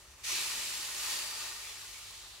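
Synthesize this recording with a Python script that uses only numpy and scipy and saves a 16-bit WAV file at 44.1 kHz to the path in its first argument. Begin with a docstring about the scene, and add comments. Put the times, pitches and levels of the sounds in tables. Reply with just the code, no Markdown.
"""A workshop, beside a bucket of water, in stereo. Red-hot steel is lowered in: it sizzles faintly,
then plunges, and countless steam bubbles collapse in a hiss that surges twice and fades. The steam
sings briefly in narrow bands while larger bubbles churn and glug in the water. All of this reaches
the microphones coloured by the bucket's hollow; behind it a motor hums in the room."""
import sys
import numpy as np
from scipy import signal
from scipy.fft import rfft, irfft
from scipy.io import wavfile
from scipy.ndimage import uniform_filter1d

SR = 44100
rng = np.random.default_rng(int(sys.argv[2]) if len(sys.argv) > 2 else 0)


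def unload_audio(sound):
    """Save the sound as a 16-bit wav file, at the path given as the first command line argument."""
    columns = np.transpose(np.atleast_2d(sound))
    # keep every value between -1 and 1, then stretch to whole-number steps
    steps = np.round(np.clip(columns, -1, 1) * 32767)
    wavfile.write(sys.argv[1], SR, steps.astype(np.int16))


N = 105840

# Strength of the boiling on the steel: time_s, level_db
BOILING = [(0, -59.5), (.17, -60.5), (.232, -56.5), (.241, -43), (.275, -39), (.318, -35.5), (.34, -36.7),
           (.362, -36), (.45, -37), (.55, -39), (.61, -38.5), (.66, -39.5), (.93, -41.5), (1.04, -38.5),
           (1.13, -36.8), (1.26, -41.5), (1.35, -42.5), (1.44, -41.5), (1.56, -45.5), (1.86, -48.5),
           (2.08, -50), (2.4, -55)]


def undb(db):
    """Decibels to gain."""
    return 10 ** (np.asarray(db) / 20)


def unit(x):
    """Scaled to rms 1."""
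    return x / np.sqrt(np.mean(x ** 2))


def curve(rows):
    """Gain over time from rows of time_s, level_db."""
    return undb(np.interp(np.arange(N) / SR, *np.array(rows).T))


def bins():
    """Frequencies of the spectrum in Hz."""
    return np.maximum(np.arange(N // 2 + 1) * SR / N, 1)


def over_pitch(rows):
    """Rows of pitch_hz, value joined on a log axis."""
    hz, value = np.array(rows).T
    return np.interp(np.log(bins()), np.log(hz), value)


def bell(x, centre, width):
    """A smooth hump, 1 at the centre and half as high at the edges of its width."""
    return 2 ** -((2 * (x - centre) / width) ** 2)


def colour(x, gain):
    """Filtered by a gain per frequency, at rms 1."""
    return unit(irfft(rfft(x) * gain, N))


def noise():
    """Two unrelated white noises."""
    return rng.standard_normal((2, N))


def wander(turns_per_s):
    """Smooth random wandering at rms 1."""
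    hold = max(int(SR / turns_per_s), 1)
    steps = np.repeat(rng.standard_normal(N // hold + 1), hold)
    return unit(uniform_filter1d(steps, hold)[:N])


def stereo_image(pair, lag_s=2.4e-5, full_lag_hz=2900):
    """Two unrelated signals become left and right: alike in the bass, the treble late on the left."""
    # Likeness of the two channels: pitch_hz, correlation
    likeness = [(50, 1), (300, 0.9), (700, 0.76), (1200, 0.81), (1550, 0.24), (1850, 0.49), (2250, 0.22),
                (2700, 0.33), (3300, 0.4), (4200, 0.14), (5600, 0.4), (9000, 0.32), (15000, 0.12)]
    hz, alike = bins(), np.clip(over_pitch(likeness), 0, .999)
    mid, side = rfft(pair) * np.sqrt(np.array([1 + alike, 1 - alike]) / 2)
    late = np.exp(-2j * np.pi * hz * lag_s * np.minimum(hz / full_lag_hz, 1))
    return irfft(np.array([(mid + side) * late, mid - side]), N)


def motor_and_room():
    """A wavering motor hum over low room rumble, a little to the left."""
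    # Tones of the motor: pitch_hz, level_db
    motor_tones = [(48.6, -75), (99, -72.5), (366, -78)]
    # Spectrum of the room tone: pitch_hz, density_db
    room_spectrum = [(20, -21), (35, -11), (48, 1), (65, -2), (85, -6.5), (150, -15.5), (300, -21.5),
                     (600, -16.5), (2000, -19), (12000, -55)]
    # Slow drift of the rumble: time_s, gain_db
    rumble_drift = [(0, 3), (.2, 3.5), (.4, 1), (.75, 1.5), (1.05, -1), (2.4, 1.5)]
    t = np.arange(N) / SR
    hum = sum(undb(db) * unit(np.sin(2 * np.pi * hz * t + .5 * wander(9))) for hz, db in motor_tones)
    room_tone = stereo_image(colour(noise(), undb(over_pitch(room_spectrum))))
    rumble = undb(-65.5) * curve(rumble_drift) * room_tone
    return (hum + rumble) * undb([[1.25], [-1.25]])


def bubbles(per_s, low_hz, high_hz, cycles, glide, spread_db):
    """Bubbles of random size ring for some cycles, rising in pitch as they near the surface."""
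    out = np.zeros((2, 2 * N))
    for when, smallness, strength, place in rng.random((int(per_s * N / SR), 4)):
        hz = low_hz * (high_hz / low_hz) ** smallness
        age_cycles = np.arange(min(int(np.pi * cycles * SR / hz), N)) * hz / SR
        life = age_cycles / cycles
        ring = np.sin(2 * np.pi * age_cycles * (1 + glide * life / 2)) * np.exp(-2 * life)
        ring *= undb(-spread_db * np.log(1 - .98 * strength)) * np.sqrt(hz)
        start, angle = int(when * N), 2 * np.pi * place
        out[:, start:start + len(ring)] += np.outer([np.cos(angle), np.sin(angle)], ring)
    return unit(out[:, :N])


def glugs(start_s=.27, rise_s=.056, fade_db_per_s=12):
    """Big pockets of steam well up after the plunge and grow weaker."""
    age_s = np.arange(N) / SR - start_s
    strength = np.clip(age_s / rise_s, 0, 1) * undb(-63 - fade_db_per_s * age_s)
    return strength * bubbles(per_s=150, low_hz=167, high_hz=511, cycles=9.6, glide=.1, spread_db=0)


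def churning():
    """Ringing bubbles over a wash of thrown water."""
    # Strength of the churning: time_s, level_db
    strength = [(0, -70), (.23, -68), (.3, -51), (.35, -55.5), (.39, -48.5), (.44, -53.5), (.5, -50.5),
                (.65, -54.5), (.9, -54.5), (1.13, -49.5), (1.33, -53.5), (1.45, -52), (1.6, -56),
                (1.95, -62), (2.4, -65.5)]
    # Spectrum of the stirred water: pitch_hz, density_db
    water_spectrum = [(120, -41), (250, -13), (600, -7.5), (850, -3.5), (1150, 1), (1500, -3), (2200, -5.5),
                      (4000, -37), (9000, -45)]
    tone = undb(over_pitch(water_spectrum))
    rings = bubbles(per_s=650, low_hz=351, high_hz=2600, cycles=10.9, glide=.045, spread_db=3)
    pops = undb(-4.5) * colour(rings, tone * np.sqrt(bins()))
    wash = undb(-1.5) * colour(noise(), tone)
    return curve(strength) * (wash + pops)


def singing():
    """Bubbles of like size collapse along the steel: a narrow band swells out of the hiss and dies."""
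    # Singing bands, gain relative to the boiling: peak_s, rise_s, fall_s, pitch_hz, width_hz, gain_db
    bands = [(.1, .09, 0.16, 6070, 650, -7.5), (0.31, 0.18, 0.2, 2310, 550, -9),
             (0.35, .04, 0.064, 3900, 1500, -6.5), (0.28, .06, 0.065, 6050, 980, -5),
             (1.275, .2, 0.28, 4650, 340, -8), (1.65, .04, .1, 2300, 600, -7.5),
             (1.95, 0.017, .1, 2270, 290, -8), (1.7, 0.031, .025, 3400, 280, -7),
             (2.31, .25, .3, 3760, 1300, -4.5)]
    t, out = np.arange(N) / SR, 0
    for peak_s, rise_s, fall_s, pitch_hz, width_hz, gain_db in bands:
        swell = bell(t, peak_s, 2 * np.where(t < peak_s, rise_s, fall_s))
        band = colour(noise(), bell(bins(), pitch_hz, width_hz))
        out = out + undb(gain_db) * swell * band
    return out * curve(BOILING)


def steam(crackles_per_s=5400, crackle_spread_db=2.5, sputter_db=.35):
    """Tiny collapses merge into a sputtering hiss; the bigger ones stand out as crackle."""
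    # Spectrum of the collapsing steam: pitch_hz, density_db
    hiss_spectrum = [(300, -22), (1000, -19), (1600, -10.5), (2300, -1.5), (3200, -1.5), (4500, -.5),
                     (6500, -2), (9000, -4), (12000, -9), (15500, -15.5)]
    tone = undb(over_pitch(hiss_spectrum))
    collapses = rng.random((2, N)) < crackles_per_s / 2 / SR
    size = np.minimum(rng.exponential(size=(2, N)), 5)
    clicks = collapses * np.sign(noise()) * undb(crackle_spread_db * size)
    hiss = undb(.19) * colour(noise(), tone)
    crackle = undb(-3.5) * colour(clicks, tone)
    sputter = undb(sputter_db * wander(170))
    return (hiss + crackle) * curve(BOILING) * sputter


def treble_drift(x, corner_hz=9100):
    """The top of the hiss opens and closes a little."""
    # Lift of the treble: time_s, gain_db
    lift = [(0, 0.83), (.22, 1.5), (.3, -.5), (.47, -0.029), (.6, -0.44), (1.12, 1.7), (1.35, -0.12),
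            (1.9, 0), (2.4, -1.5)]
    top = irfft(rfft(x) / (1 + (corner_hz / bins()) ** 6), N)
    return x + top * (curve(lift) - 1)


def bucket(x):
    """The air above the water rings at its own pitches."""
    # Peaks and dips of the hollow at each microphone: pitch_hz, width_hz, left_db, right_db
    resonances = [(310, 30, -6, -9), (353, 33, 1.5, 4), (442, 210, 4, -0.5), (525, 59, -10, -4.5),
                  (577, 28, 2.5, 7.5), (745, 60, -11, -4), (794, 28, 7.5, 2.5), (896, 85, 7, 1),
                  (960, 29, -5, -8.5), (1038, 57, 0.5, 4), (1208, 41, 5, 1.5), (1306, 37, 4.5, -0.5),
                  (1410, 35, -9.5, 0), (1450, 65, 2, 5), (1685, 61, -0.5, 4.5), (1852, 37, 9, 9.5),
                  (1990, 45, -3, 6), (2140, 49, -8.5, -0.5), (2353, 74, -0.5, 2), (2640, 50, 6.5, 2.5),
                  (2900, 170, 2.5, 1), (3280, 240, -1.5, -0.5), (3900, 70, 5.5, -6), (4030, 37, 6, -1),
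                  (4300, 70, 2, 4), (4560, 30, -7, 8.5), (4480, 80, 6.5, -1.5), (6830, 110, 4, 4),
                  (7440, 210, 4, 2)]
    db = sum(np.outer([left, right], bell(bins(), hz, width)) for hz, width, left, right in resonances)
    return irfft(rfft(x) * undb(db), N)


def scene():
    """Steam and water sound through the bucket, over the workshop's hum."""
    quench = treble_drift(steam()) + singing() + churning() + glugs()
    return bucket(stereo_image(quench)) + motor_and_room()


def record(dry, top_hz=15750):
    """The recorder cuts the top steeply."""
    return signal.sosfilt(signal.ellip(12, .1, 80, top_hz, fs=SR, output="sos"), dry)


dry = scene()
out = record(dry)
unload_audio(out)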